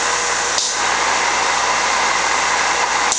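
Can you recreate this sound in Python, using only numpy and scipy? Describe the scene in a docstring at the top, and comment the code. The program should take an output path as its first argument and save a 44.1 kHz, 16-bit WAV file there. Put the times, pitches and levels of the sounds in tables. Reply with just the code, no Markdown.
"""Bottle filler in a workshop

A bottle filling machine runs: motors hum and whine, the drive whirs and rattles in the steel frame, air hisses.
Tones are wavering oscillators; whir, clatter, knocks and air are noise shaped by resonances.
Twice an air valve snaps and vents, and the recorder's gain control ducks the machine.
After the first valve the machine works harder and a churning clatter joins in."""
import sys
import numpy as np
from scipy import signal
from scipy.fft import rfft, irfft
from scipy.io import wavfile
from scipy.ndimage import minimum_filter1d

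SR = 44100
rng = np.random.default_rng(int(sys.argv[2]) if len(sys.argv) > 2 else 0)


def waveform_to_disk(signal):
    """Save audio, clipped to [-1, 1], as 16-bit WAV at the path in sys.argv[1]."""
    frames = np.transpose(np.atleast_2d(signal))
    scaled = np.clip(frames, -1, 1) * 32767
    samples = np.round(scaled).astype(np.int16)
    wavfile.write(sys.argv[1], SR, samples)


N = 140238
T = np.arange(N) / SR  # t/s
HZ = np.fft.rfftfreq(N, 1 / SR)  # f/Hz of every spectrum bin

LOAD_S, LOAD_RISE_S = 0.704, 0.11


def load():
    """Working load: 0 while the machine idles, a straight rise, then 1."""
    return np.clip((T - LOAD_S) / LOAD_RISE_S, 0, 1)


# shaft hum of the motors: [f/Hz, level/dB rms under load]
MOTOR_HUM = [(59.2, -46), (118.4, -55), (177.6, -51), (236.8, -50)]
HUM_IDLE_DB = -1  # relative to the hum under load
SURGE_DB, SURGE_S, SURGE_WIDTH_S = 1.5, 0.91, 0.11


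def motor_hum(waver_rad=0.094):
    """Low sines with drifting phase; they swell as the pump takes up its load."""
    hum = 0
    for hz, db in MOTOR_HUM:
        phase = 2 * np.pi * (hz * T + rng.random()) + waver_rad * slow(3.6)
        hum = hum + np.sqrt(2) * gain_of(db) * np.sin(phase)
    surge_db = SURGE_DB * np.exp(-((T - SURGE_S) / SURGE_WIDTH_S) ** 2)
    return hum * gain_of(HUM_IDLE_DB * (1 - load()) + surge_db)


# whine of the drive: [f/Hz, idle level/dB rms, level/dB rms under load, width/Hz]
DRIVE_TONES = [(479, -34.5, -39.5, 2), (826.7, -35.5, -33.5, 4.3), (1017, -35, -41, 12.3),
               (1097, -41, -41.5, 10), (1517, -34.5, -42, 12), (1653, -38, -34.5, 1.2),
               (2477, -42, -41.5, 4)]


def drive_whine(unsteady=0.37):
    """Tones of the drive waver in pitch and strength, each at its own width."""
    whine = 0
    for hz, idle_db, load_db, width in DRIVE_TONES:
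        wobble = 1 + unsteady * (slow(3 * width) + 1j * slow(3 * width))
        turns = np.cumsum(hz + 0.5 * width * slow(8.63)) / SR
        tone = evened((wobble * np.exp(2j * np.pi * turns)).real)
        level_db = idle_db + (load_db - idle_db) * load()
        whine = whine + gain_of(level_db) * tone
    return whine


# whir of the drive: [f/Hz, relative level/dB per Hz]
WHIR_SPECTRUM = [(20, -36.5), (45, -31), (90, -19), (160, -18.5), (260, -14), (350, -7), (440, -7),
                 (520, -4.5), (640, -4.5), (800, -2), (1000, 2), (1350, -4.5), (1900, -2), (2350, -11.5),
                 (3100, -18), (5000, -22), (10000, -55)]
WHIR_DB = -21


def drive_whir():
    """The running drive shakes the frame throughout."""
    return gain_of(WHIR_DB) * rattle(WHIR_SPECTRUM)


# clatter under load: [f/Hz, relative level/dB per Hz]
CHURN_SPECTRUM = [(100, -33), (350, -9), (620, -11.5), (780, 1.5), (950, 3.5), (1200, -4.5), (1450, -5.5),
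                  (2100, -3), (2400, -10.5), (3000, -19), (4500, -11), (6500, -27.5), (10000, -63.5)]
CHURN_DB = -21.5
SHAFT_HZ, PUMP_DEPTH = 29.6, 0.081


def pump():
    """Clatter that comes in with the load and throbs once and four times a turn."""
    turn = 2 * np.pi * np.cumsum(SHAFT_HZ * (1 + 0.04 * slow(3.9))) / SR
    throb = np.sin(turn) + np.sin(4 * turn)
    return gain_of(CHURN_DB) * load() * (1 + PUMP_DEPTH * throb) * rattle(CHURN_SPECTRUM)


# resonances of the steel frame: [f/Hz, width/Hz, lift/dB]
FRAME_RESONANCES = [(156, 22, 3), (536, 70, 3), (780, 17, 3), (935, 30, 1), (920, 52, 1), (997, 18, 4),
                    (1065, 32, 4.5), (1228, 35, 4.5), (1420, 15, 0), (1532, 92, 3), (1640, 70, -1),
                    (1773, 35, -4), (2057, 126, 5.5), (2710, 270, 8.5), (3645, 73, 0.5)]
RATTLES_PER_S, RATTLE_SPREAD_DB = 1400, 2.2
RATTLE_SHARE = 0.4  # impacts' share of the power; rubbing has the rest
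FLUTTER_DB, FLUTTER_HZ, SWELL_DB, SWELL_HZ = 0.5, 60, 0.45, 5


def rattle(spectrum):
    """Dense small impacts and rubbing ring the frame's resonances."""
    size = gain_of(RATTLE_SPREAD_DB * np.minimum(rng.exponential(1, N), 4))
    strikes = rng.random(N) < RATTLES_PER_S / SR
    impacts = evened(size * rng.choice([-1, 1], N) * strikes)
    rubbing = rng.standard_normal(N)
    drive = np.sqrt(RATTLE_SHARE) * impacts + np.sqrt(1 - RATTLE_SHARE) * rubbing
    drift_db = FLUTTER_DB * slow(FLUTTER_HZ) + SWELL_DB * slow(SWELL_HZ)
    return coloured(drive * gain_of(drift_db), read(spectrum) + lift(FRAME_RESONANCES))


# knocks in the clatter: [t/s, level/dB, f/Hz]
KNOCK_EVENTS = [(1.014, -24, 1100), (1.258, -10, 990), (2.114, -13, 1050), (2.242, -17, 1000),
                (2.539, -11.5, 980), (2.84, -9, 980), (2.966, -16, 1000)]
KNOCK_DECAY_S, KNOCK_OCTAVES = 0.0041, 0.16


def knocks():
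    """Short dull knocks: decaying noise rings one narrow resonance each."""
    out = 0
    for s, db, hz in KNOCK_EVENTS:
        out = out + gain_of(db) * blow(struck(s, KNOCK_DECAY_S), hump(hz, KNOCK_OCTAVES))
    return out


# air valve: [t/s, snap level/dB, snap f/Hz, thud level/dB, vent level/dB, lower edge of the vent f/Hz]
VALVE_EVENTS = [(.5817, 6.5, 4930, -9, -8, 3400), (3.1201, 9, 6940, -7, -7.5, 5550)]
# spectrum of the venting air: [f/Hz, relative level/dB per Hz]
VENT_SPECTRUM = [(150, -8), (700, -5), (1500, -14), (2700, -1.5), (3700, 0), (6000, 3), (7100, 1),
                 (8000, -11.5), (9000, -10.5), (9600, -24.5), (10200, -41)]
# spectrum of the plunger's thud: [f/Hz, relative level/dB per Hz]
THUD_SPECTRUM = [(60, -18), (250, 2.5), (900, 7), (2000, -24), (6000, -22)]
SNAP_DECAY_S, SNAP_OCTAVES, THUD_DECAY_S, THUD_LEAD_S = 0.0025, 0.47, 0.0072, 0.001286
REBOUND_S, REBOUND_DB = 0.0087, -7  # after the snap, relative to it
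VENT_HOLD_S, VENT_FALL_DB_PER_S = 0.07, 129
VENT_BELOW_DB = -7.5  # shelf under the lower edge
VENT_SPLIT_HZ, VENT_LOW_FALL_DB_PER_S = 5500, 27  # the lower part of the puff dies sooner


def valve(s, snap_db, snap_hz, thud_db, vent_db, edge_hz):
    """The plunger thuds, snaps and rebounds; air vents and thins as it dies away."""
    hits = struck(s, SNAP_DECAY_S) + gain_of(REBOUND_DB) * struck(s + REBOUND_S, SNAP_DECAY_S)
    snap = gain_of(snap_db) * blow(hits, hump(snap_hz, SNAP_OCTAVES))
    thud = gain_of(thud_db) * blow(struck(s - THUD_LEAD_S, THUD_DECAY_S), read(THUD_SPECTRUM))

    age = np.maximum(T - s, 0)
    flow_db = vent_db - VENT_FALL_DB_PER_S * np.maximum(age - VENT_HOLD_S, 0)
    flow = (T >= s) * gain_of(flow_db)
    shelf_db = VENT_BELOW_DB / (1 + (HZ / edge_hz) ** 20)
    jet = noise(read(VENT_SPECTRUM) + lift(FITTING_RESONANCES) + shelf_db)
    low = irfft(rfft(jet) / (1 + (HZ / VENT_SPLIT_HZ) ** 20), N)
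    high = jet - low
    return snap + thud + flow * (high + low * gain_of(-VENT_LOW_FALL_DB_PER_S * age))


# escaping air: [f/Hz, relative level/dB per Hz]
AIR_SPECTRUM = [(1500, -24.5), (3000, -5.5), (3800, -5.5), (5100, -4.5), (5700, 1.5), (6800, 0), (7400, -3),
                (8000, -9), (8900, -13.5), (9500, -21), (10200, -43.5)]
# resonances of the air fittings, also heard in the vent: [f/Hz, width/Hz, lift/dB]
FITTING_RESONANCES = [(3690, 320, 4), (4450, 200, 1.5), (4720, 80, 0), (5590, 200, 0.5), (5990, 120, 1.5),
                      (6340, 150, 0.5), (6850, 190, 2.5)]
AIR_DB, AIR_LOADED_DB = -23.5, -25
AIR_LOADED_TILT_DB = -3  # per octave above 4000 Hz
SPUTTER_DB, SPUTTER_HZ, SPUTTER_ABOVE_HZ = 2.0, 150, 7200


def air():
    """A steady leak that turns softer and duller under load; its top sputters."""
    leak_db = read(AIR_SPECTRUM) + lift(FITTING_RESONANCES)
    tilt_db = AIR_LOADED_TILT_DB * np.log2(np.maximum(HZ, 4000))
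    idle = gain_of(AIR_DB) * noise(leak_db)
    loaded = gain_of(AIR_LOADED_DB) * noise(leak_db + tilt_db)
    hiss = np.sqrt(1 - load()) * idle + np.sqrt(load()) * loaded
    top = irfft(rfft(hiss) * (HZ > SPUTTER_ABOVE_HZ), N)
    return hiss + top * (gain_of(SPUTTER_DB * slow(SPUTTER_HZ)) - 1)


ROOM_T60_S, ROOM_DB = 0.4, -12


def workshop(direct):
    """The place: a short diffuse tail of decaying noise follows the direct sound after 4 ms."""
    tail = rng.standard_normal(N) * (T > 0.004) * gain_of(-60 * T / ROOM_T60_S)
    tail = tail[:SR // 2]
    tail = tail / np.linalg.norm(tail)
    return direct + gain_of(ROOM_DB) * signal.fftconvolve(direct, tail)[:N]


def gain_of(db):
    """Decibels to gain."""
    return 10 ** (np.asarray(db) / 20)


def evened(x):
    """Scales to unit rms."""
    return x / np.sqrt(np.mean(x ** 2) + 1e-20)


def read(points):
    """A spectrum table in dB at every frequency, interpolated on a log axis."""
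    f, db = np.transpose(points)
    return np.interp(np.log(HZ + 1), np.log(f), db)


def lift(resonances):
    """The dB bumps of a table of resonances."""
    return sum(db / (1 + (2 * (HZ - hz) / width) ** 2) for hz, width, db in resonances)


RING_TOP_HZ, RING_STEEPNESS = 7840, 26  # struck parts ring little above this


def hump(hz, octaves):
    """A resonance in dB, dull at the very top."""
    resonance_db = -20 * np.log10(1 + (np.log2((HZ + 1) / hz) / octaves) ** 2)
    return resonance_db - 10 * np.log10(1 + (HZ / RING_TOP_HZ) ** RING_STEEPNESS)


def coloured(x, db):
    """Filters by a dB spectrum; unit rms."""
    return evened(irfft(rfft(x) * gain_of(db), N))


def noise(db):
    """Steady noise with a dB spectrum; unit rms."""
    return coloured(rng.standard_normal(N), db)


def slow(hz):
    """Random drift up to a rate; unit rms."""
    return noise(-10 * np.log10(1 + (HZ / hz) ** 6))


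def struck(s, decay_s):
    """Instant attack at s, exponential decay."""
    return (T >= s) * np.exp(-np.maximum(T - s, 0) / decay_s)


def blow(envelope, db):
    """A burst of noise rings through a dB spectrum."""
    burst = envelope * rng.choice([-1.0, 1.0], N)
    return irfft(rfft(burst) * evened(gain_of(db)), N)


def scene():
    """Hum and whine arrive without a tail; all else sounds in the workshop."""
    valves = sum(valve(*row) for row in VALVE_EVENTS)
    in_room = drive_whir() + pump() + knocks() + valves + air()
    return (motor_hum() + drive_whine() + workshop(in_room))[None]


MIC_LOW_HZ, EDGE_HZ = 40, 10150  # band of microphone and recorder
LIMIT_DB, RECOVER_DB_PER_S, GAIN_HOLD_S = -15.5, 54.5, 0.011
SENSE_S, LOOK_AHEAD_S = 0.01, 0.0013
CEILING = 0.92  # full scale is 1


def record(dry):
    """Low cut; gain control falls quickly, holds and recovers steadily; peaks clip; then the band limit."""
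    low_cut = signal.butter(2, MIC_LOW_HZ, "high", fs=SR, output="sos")
    dry = signal.sosfilt(low_cut, dry)

    r = np.exp(-1 / (SENSE_S * SR))
    power = signal.lfilter([1 - r], [1, -r], dry[0] ** 2)
    power = np.interp(T + LOOK_AHEAD_S, T, power)
    over_db = np.maximum(10 * np.log10(power + 1e-12) - LIMIT_DB, 0)

    # the highest excess of the last moments is held, then falls at a constant rate
    half = max(int(GAIN_HOLD_S * SR / 2), 1)
    held_db = -minimum_filter1d(-over_db, 2 * half + 1, origin=half)
    fall_db = RECOVER_DB_PER_S * T
    duck_db = np.maximum.accumulate(held_db + fall_db) - fall_db
    clipped = np.clip(dry / gain_of(duck_db), -CEILING, CEILING)

    band_limit = signal.firwin(1023, EDGE_HZ, window=("kaiser", 9), fs=SR)
    return signal.oaconvolve(clipped, band_limit[None], "same")


dry = scene()
out = record(dry)
waveform_to_disk(out)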